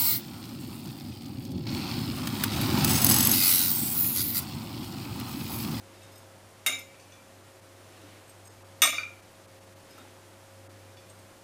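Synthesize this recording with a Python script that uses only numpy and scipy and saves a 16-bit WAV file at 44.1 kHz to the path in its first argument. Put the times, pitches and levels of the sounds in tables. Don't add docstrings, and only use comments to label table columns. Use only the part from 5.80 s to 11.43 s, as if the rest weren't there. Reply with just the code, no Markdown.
import sys
import numpy as np
from scipy import signal
from scipy.fft import rfft, irfft, next_fast_len
from scipy.io import wavfile
from scipy.ndimage import uniform_filter1d, map_coordinates

SR = 44100
rng = np.random.default_rng(int(sys.argv[2]) if len(sys.argv) > 2 else 0)


def dump_mix(stems):
    frames = np.atleast_2d(stems).T
    limited = np.clip(frames, -1, 1)
    pcm = np.round(limited * 32767).astype(np.int16)
    wavfile.write(sys.argv[1], SR, pcm)


N = 248283
TIME = np.arange(N) / SR
RING_TIME = TIME[:SR * 2 // 5]


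# (time [s], plate level [dB], tongs level [dB], clack level [dB], contact bandwidth [Hz])
TONGS_CLACKS = [(0.863, -41, -19.5, -20.5, 19000), (0.876, -43, -32, -30, 8000),
                (0.896, -50, -34.5, -33, 9000), (0.923, -56, -34.5, -39, 3380),
                (3.019, -19.5, -19, -17.5, 19000), (3.0234, -24.5, -19, -17.5, 4100),
                (3.035, -26.5, -31, -22.5, 17200), (3.053, -33, -44, -31, 17000),
                (3.07, -44, -29.5, -34, 6000), (3.126, -38, -33, -44, 3000)]


def clacks():
    out = np.zeros(N)
    for s, plate_db, tongs_db, clack_db, contact_hz in TONGS_CLACKS:
        add(out, s, contact(plate_db, tongs_db, clack_db, contact_hz))
    return out


# (pitch [Hz], relative level [dB], time to fall 60 dB [s])
PLATE_RING = [(313, -24, .22), (1208, -9, .2), (1244, -10, .18), (1380, -19, .35), (1846, -11, .2),
              (2353, -12, .33), (2405, -9, .27), (2577, -3, .12), (2830, -3, .11), (2895, -5, .09),
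              (3452, -5, .19), (3530, -9, .1), (3599, -6, .12), (4585, -20, .22), (5290, -15, .28),
              (5456, -10, .13), (6008, -7, .11), (6072, -3.5, .19), (6135, -13, .3), (6237, -6.5, .17),
              (6800, -12, .25), (6900, -10, .1), (7025, -6, .12), (8150, -13, .1), (8352, -9, .12),
              (8428, -6, .19), (8811, -7, .15), (8912, -8, .12), (8969, -6, .14), (9850, -10, .1),
              (11450, -9, .1), (11860, -16, .16), (12947, -12, .12), (13423, -7, .11), (13725, -10, .1),
              (13950, -5, .11), (14869, -14, .08)]
# (pitch [Hz], relative level [dB], time to fall 60 dB [s])
TONGS_RING = [(271, -24, .2), (1225, -19, .14), (1345, -15, .14), (1580, -19, .15), (2116, -4, .15),
              (2204, -10, .15), (2275, -11, .12), (2302, -7, .26), (2805, -8, .13), (3690, -4, .17),
              (3742, -4, .17), (3830, -11, .12), (4485, -14, .12), (5262, -16, .14), (5345, -17, .22),
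              (6202, -16, .12), (6554, -13, .11), (6955, -7, .08), (7049, -10, .12), (7590, -19, .11),
              (8420, -16, .12), (8495, -17, .18), (9450, -12, .1), (9960, -14, .09), (10078, -17, .1),
              (10218, -13, .1), (10562, -16, .11), (11900, -19, .1), (13330, -18, .1), (13509, -15, .1),
              (13604, -14, .1), (14480, -16, .09)]
# (pitch [Hz], relative level [dB per Hz])
CLACK_COLOUR = [(30, -60), (150, -46), (280, -28), (450, -1.5), (700, -6), (950, -5.5), (1350, 6),
                (1750, 1), (2000, 1), (2250, 18), (2500, 2), (2830, 11), (3150, -1), (3700, 11),
                (4200, -11), (5300, 3.5), (5900, 5.5), (6900, 9.5), (7900, -4), (9300, 5.5), (11000, -3.5),
                (12300, -3), (13500, 2), (15000, -4)]


def contact(plate_db, tongs_db, clack_db, contact_hz, clack_t60=0.095, grain_db=2.0, grain_per_s=450):
    grain = from_db(grain_db * drift(grain_per_s, RING_TIME))
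    clack = from_db(clack_db) * noise(CLACK_COLOUR, len(RING_TIME)) * grain * decay(clack_t60)
    cushion = signal.butter(2, min(contact_hz, SR * 9 / 20), fs=SR, output="sos")
    ringing = ring(PLATE_RING, plate_db) + ring(TONGS_RING, tongs_db)
    return signal.sosfilt(cushion, ringing + clack)


# (time [s], level before rise and fade [dB])
LOW_THUDS = [(0.863, -37), (3.019, -32)]
# (pitch [Hz], relative level [dB per Hz])
THUD_COLOUR = [(120, -46), (250, -7), (310, 3), (400, -6), (680, 12), (1000, -14), (2000, -35)]
THUD_RISE_S, THUD_T60_S = 0.023, 0.25


def thuds():
    out = np.zeros(N)
    envelope = (1 - np.exp(-RING_TIME / THUD_RISE_S)) * decay(THUD_T60_S)
    for s, db in LOW_THUDS:
        add(out, s, from_db(db) * noise(THUD_COLOUR, len(RING_TIME)) * envelope)
    return out


SKID_S, SKID_HELD_S, SKID_DB, SKID_FALL_DB_PER_S = 3.027, 0.085, -25, 152
SKID_PER_S, SKID_SPREAD_DB, SKID_CLACK_T60_S = 240, 13, 0.012


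def skid():
    size = len(RING_TIME)
    held = RING_TIME < SKID_HELD_S
    happens = rng.random(size) < SKID_PER_S / SR
    uneven = from_db(SKID_SPREAD_DB * rng.uniform(-1.2, 1, size))
    weakening = from_db(SKID_DB - SKID_FALL_DB_PER_S * RING_TIME)
    clack = noise(CLACK_COLOUR, size) * decay(SKID_CLACK_T60_S)
    out = np.zeros(N)
    add(out, SKID_S, signal.fftconvolve(happens * held * uneven * weakening, clack))
    return out


# (pitch [Hz], relative level [dB], time to fall 60 dB [s])
FOOT_RING = [(1240, -20.5, 0.19), (1380, -9.5, 0.047), (1500, -23, 0.24), (2386, 3, 0.045)]
ROCK_S, ROCK_DB, ROCK_GAP_S, ROCK_QUICKENING, ROCK_LOSS_DB = 3.182, -22, 0.051, 0.65, 10
ROCK_RING_DB, ROCK_CLACK_DB, ROCK_HZ = -21, -10.5, 3540
ROCK_ATTACK_S = 0.0011


def rocking():
    rings, tocks = np.zeros((2, N))
    for delay, fade_db in bounces(ROCK_GAP_S, ROCK_QUICKENING, ROCK_LOSS_DB, count=4):
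        db = ROCK_DB + fade_db
        add(rings, ROCK_S + delay, contact(db + ROCK_RING_DB, -np.inf, db + ROCK_CLACK_DB, ROCK_HZ))
        add(tocks, ROCK_S + delay, ring(FOOT_RING, db) * (1 - np.exp(-RING_TIME / ROCK_ATTACK_S)))
    return rings, tocks


def bounces(gap_s, ratio, loss_db, count):
    return [(gap_s * np.sum(ratio ** np.arange(k)), -loss_db * k) for k in range(count)]


# (time [s], level at the main pitch [dB], main pitch [Hz], loss one octave away [dB])
PLATE_TOUCHES = [(1.144, -52, 2280, 28), (1.196, -51, 2300, 30), (1.197, -42, 4600, 220),
                 (1.198, -55.5, 7500, 14), (1.322, -49, 3000, 6), (5.005, -58.5, 2300, 23),
                 (5.166, -40.5, 4840, 220), (5.171, -52, 3000, 13)]


def touches(lasting_db=5.0, usual_t60=0.2):
    out = np.zeros(N)
    hz, _, t60 = np.transpose(PLATE_RING)
    favour_db = lasting_db * np.log2(t60 / usual_t60)
    for s, db, main_hz, focus_db in PLATE_TOUCHES:
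        loss_db = focus_db * np.log2(hz / main_hz) ** 2
        add(out, s, ring(PLATE_RING, db + favour_db - loss_db))
    return out


# (pitch [Hz], width [Hz], relative level [dB])
SCRAPE_RESONANCES = [(1394, 130, -2), (3800, 130, -2), (4610, 130, 1), (6500, 700, -5), (12900, 3000, -14)]
SCRAPE_S, SCRAPE_HELD_S, SCRAPE_DB = 3.155, 0.043, -49
SCRAPE_RISE_DB_PER_S, SCRAPE_FALL_DB_PER_S = 500, 350


def scrape():
    out = 0
    for hz, width_hz, db in SCRAPE_RESONANCES:
        edges = [hz - width_hz / 2, hz + width_hz / 2]
        band = signal.butter(2, edges, "band", fs=SR, output="sos")
        out = out + from_db(db) * rms_one(signal.sosfilt(band, rng.standard_normal(N)))
    return out * swell(SCRAPE_S, SCRAPE_HELD_S, SCRAPE_DB, SCRAPE_RISE_DB_PER_S, SCRAPE_FALL_DB_PER_S)


# (time [s], level [dB], main pitch [Hz], thin top relative to that level [dB])
HINGE_TICKS = [(.15, -60, 3300, -15), (.215, -54, 3400, -15), (.229, -55, 7800, -12),
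               (.318, -55.5, 5600, 3), (.355, -54, 4900, 2), (.376, -58, 5040, 7.5), (.989, -47, 8000, 6),
               (2.476, -56, 11000, -2), (2.493, -52.5, 9360, -1), (2.651, -52.5, 8300, -9),
               (2.672, -50.5, 7000, -3), (4.103, -54, 4800, -4), (4.178, -55, 4300, 2.5),
               (5.296, -52, 8600, -13), (5.388, -58, 9000, -6)]
TICK_TOP_HZ = 12800


def ticks():
    out = np.zeros(N)
    for s, db, main_hz, top_db in HINGE_TICKS:
        add(out, s, tick(db, main_hz) + tick(db + top_db, TICK_TOP_HZ))
    return out


# (pitch [Hz], relative level [dB], time to fall 60 dB [s])
HINGE_RING = [(2630, -4, .15), (3714, -5, .26), (5120, -1, 0.15), (6560, 0.5, .08), (7600, -2, .05),
              (8300, -1, 0.096), (8600, -7, 0.066), (10050, -21, .045), (12950, -4, .07), (13450, -7, .063)]


def tick(db, main_hz, focus_db=20.0, snap_db=-2.5, snap_t60=0.06, rise_s=0.0022):
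    octaves = np.log2(np.array(HINGE_RING)[:, 0] / main_hz)
    snap = from_db(db + snap_db) * band_noise(main_hz, skirt_db=-8.0) * decay(snap_t60)
    steel = ring(HINGE_RING, db - focus_db * octaves ** 2, flutter=0.6)
    return (snap + steel) * (1 - np.exp(-RING_TIME / rise_s))


# (time [s], level before the room mix [dB], pitch [Hz])
DULL_KNOCKS = [(2.237, -50.5, 294), (2.332, -54.5, 328), (3.032, -36, 682), (3.054, -29, 1130),
               (3.073, -40.5, 610), (3.131, -40, 1205), (3.133, -46.5, 684), (3.205, -42, 1450),
               (3.245, -50, 1350), (4.181, -48.5, 1330), (4.211, -50, 262), (4.215, -52, 1400),
               (4.25, -52, 847)]
KNOCK_CYCLES, KNOCK_ROUGHNESS = 66, 0.26


def knocks():
    out = np.zeros(N)
    for s, db, hz in DULL_KNOCKS:
        add(out, s, resonance(db, hz, KNOCK_CYCLES / hz, KNOCK_ROUGHNESS))
    return out


def resonance(db, hz, t60, roughness):
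    rough = np.clip(roughness, 0, 1)
    tone = np.sqrt(2 - 2 * rough ** 2) * np.sin(2 * np.pi * hz * RING_TIME)
    thud = rough * band_noise(hz, skirt_db=-15.0)
    return from_db(db) * (tone + thud) * decay(t60)


# (time [s], held for [s], level [dB])
CRUMB_PUSHES = [(.14, 0.16, -59), (2.13, 0.23, -56), (4.17, 0.052, -55.5)]
# (pitch [Hz], relative level [dB per Hz])
RUBBING_COLOUR = [(150, -12), (300, 10), (700, -3.5), (1500, -3.5), (2800, -4), (4000, -8.5), (5000, -9.5),
                  (14000, -21.5)]
PUSH_RISE_DB_PER_S, PUSH_FALL_DB_PER_S = 62, 82


def rubbing(grain_db=1.0):
    pressure = sum(swell(s, held, db, PUSH_RISE_DB_PER_S, PUSH_FALL_DB_PER_S)
                   for s, held, db in CRUMB_PUSHES)
    return pressure * from_db(grain_db * drift(120)) * noise(RUBBING_COLOUR, N)


# (pitch [Hz], typical level [dB rms], spread of the pitch waver [Hz])
HUM_TONES = [(98.5, -59, 0.38), (95.4, -72.5, 0.93), (194.5, -73, 1.82), (357.3, -68, 3.94),
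             (541.4, -62, 2.25), (640, -72.5, 1.41)]


def hum(throb_db=2.0):
    out = np.zeros(N)
    for hz, db, waver_hz in HUM_TONES:
        turns = np.cumsum(hz + waver_hz * drift(14)) / SR + rng.random()
        level = np.sqrt(2) * from_db(db + throb_db * drift(4.806))
        out += level * np.sin(2 * np.pi * turns)
    return out


# (pitch [Hz], relative level [dB per Hz])
AIR_COLOUR = [(25, -13), (45, -15), (70, -13), (110, -5), (160, -9.5), (300, -5.5), (480, -8.5), (650, -7),
              (1100, -11), (2000, -15), (4000, -19.5), (9800, -22), (15000, -30.5)]
AIR_DB = -54.5


def still_air():
    return from_db(AIR_DB) * noise(AIR_COLOUR, N)


def from_db(db):
    return 10 ** (np.asarray(db) / 20)


def rms_one(x):
    return x / np.sqrt(np.mean(x ** 2) + 1e-20)


def at_hz(points, hz):
    known_hz, values = np.transpose(points)
    return np.interp(np.log(np.maximum(hz, 1)), np.log(known_hz), values)


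def noise(spectrum, size):
    fast_size = next_fast_len(size)
    gain = from_db(at_hz(spectrum, np.fft.rfftfreq(fast_size, 1 / SR)))
    white = rfft(rng.standard_normal(fast_size))
    return rms_one(irfft(white * gain, fast_size)[:size])


def band_noise(hz, skirt_db):
    return noise([(hz / 8, 3 * skirt_db), (hz, 0), (hz * 8, 3 * skirt_db)], len(RING_TIME))


def drift(rate, time=TIME):
    return map_coordinates(rng.standard_normal(1024), [time * rate], order=3, mode="wrap")


def decay(t60):
    return np.exp(-np.log(1000) * RING_TIME / t60)


def swell(s, held, db, rise_db_per_s, fall_db_per_s):
    below_db = rise_db_per_s * np.maximum(s - TIME, 0) + fall_db_per_s * np.maximum(TIME - s - held, 0)
    return from_db(db - below_db)


def ring(modes, gain_db, flutter=0.42, flutter_per_s=130):
    hz, mode_db, t60 = np.transpose(modes)
    out = 0
    for f, db, t in zip(hz, mode_db + gain_db, t60):
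        along, across = (flutter * np.interp(RING_TIME * flutter_per_s, np.arange(len(k)), k)
                         for k in rng.standard_normal(size=(2, 128)))
        turn = 2 * np.pi * f * RING_TIME
        wave = (1 + along) * np.sin(turn) + across * np.cos(turn)
        out = out + rng.choice([-1, 1]) * from_db(db) * decay(t) * wave
    return out


def add(track, s, sound):
    start = round(s * SR)
    track[start:start + len(sound)] += sound[:N - start]


# (pitch [Hz], time to fall 60 dB [s])
ROOM_DECAY = [(200, 0.45), (1400, 0.35), (3700, 0.38), (9000, 0.3), (15000, 0.27)]


def kitchen(x, direct_db=5.0, table_db=0.0, table_t60=0.028):
    size = len(RING_TIME)
    hz = np.fft.rfftfreq(size, 1 / SR)
    white = rfft(rng.standard_normal(size))
    edges = np.geomspace(60, SR / 2, 13)
    tail = sum(irfft(white * (hz >= low) * (hz < high), size) * decay(at_hz(ROOM_DECAY, np.sqrt(low * high)))
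               for low, high in zip(edges, edges[1:]))
    scatter = rng.standard_normal(size) * decay(table_t60)
    response = tail / np.linalg.norm(tail) + from_db(table_db) * scatter / np.linalg.norm(scatter)
    response[0] += from_db(direct_db)
    transfer = rfft(response, 2 * size)
    transfer /= np.sqrt(uniform_filter1d(np.abs(transfer) ** 2, size=12))
    return signal.fftconvolve(x, irfft(transfer)[:size])[:N]


def scene(knock_room_db=-1.5, knock_direct_db=-6.5, lowest_hz=200):
    plate_ring, tocks = rocking()
    knock = knocks() + tocks
    others = clacks() + thuds() + skid() + plate_ring + touches() + scrape() + ticks()
    serving = kitchen(others + from_db(knock_room_db) * knock) + from_db(knock_direct_db) * knock
    serving = signal.sosfilt(signal.butter(3, lowest_hz, "high", fs=SR, output="sos"), serving)
    return (serving + rubbing() + hum() + still_air())[None]


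# (time [s], middle change [dB], treble change [dB])
LEVEL_DIPS = [(1.625, 1, -3), (1.81, -3, -6), (1.947, 3, -1), (2.69, 2, -9.5), (2.838, 4, -8),
              (3.116, -13, -3.5), (3.264, -3, -1), (3.415, 0, -4), (3.669, 0, -8), (3.80, -4, -6.5),
              (3.86, -1, -3), (3.949, -1, -8), (4.556, 1, -1), (4.885, 1, -16), (5.16, -1, -4.5)]
DIP_WIDTH_S = 0.0077
DIP_MIDDLE_HZ, DIP_TREBLE_HZ = 220, 1800
CUTOFF_HZ = 15150


def record(dry, top=1.0):
    bass, below_treble = (signal.sosfiltfilt(signal.butter(4, hz, fs=SR, output="sos"), dry)
                          for hz in (DIP_MIDDLE_HZ, DIP_TREBLE_HZ))
    s, middle_db, treble_db = np.transpose(LEVEL_DIPS)
    shapes = np.exp(-((TIME - s[:, None]) / DIP_WIDTH_S) ** 2)
    middle = from_db(middle_db @ shapes) * (below_treble - bass)
    treble = from_db(treble_db @ shapes) * (dry - below_treble)
    rounded = top * np.tanh((bass + middle + treble) / top)
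    return signal.sosfilt(signal.ellip(12, 0.1, 80, CUTOFF_HZ, fs=SR, output="sos"), rounded)


dry = scene()
out = record(dry)
dump_mix(out)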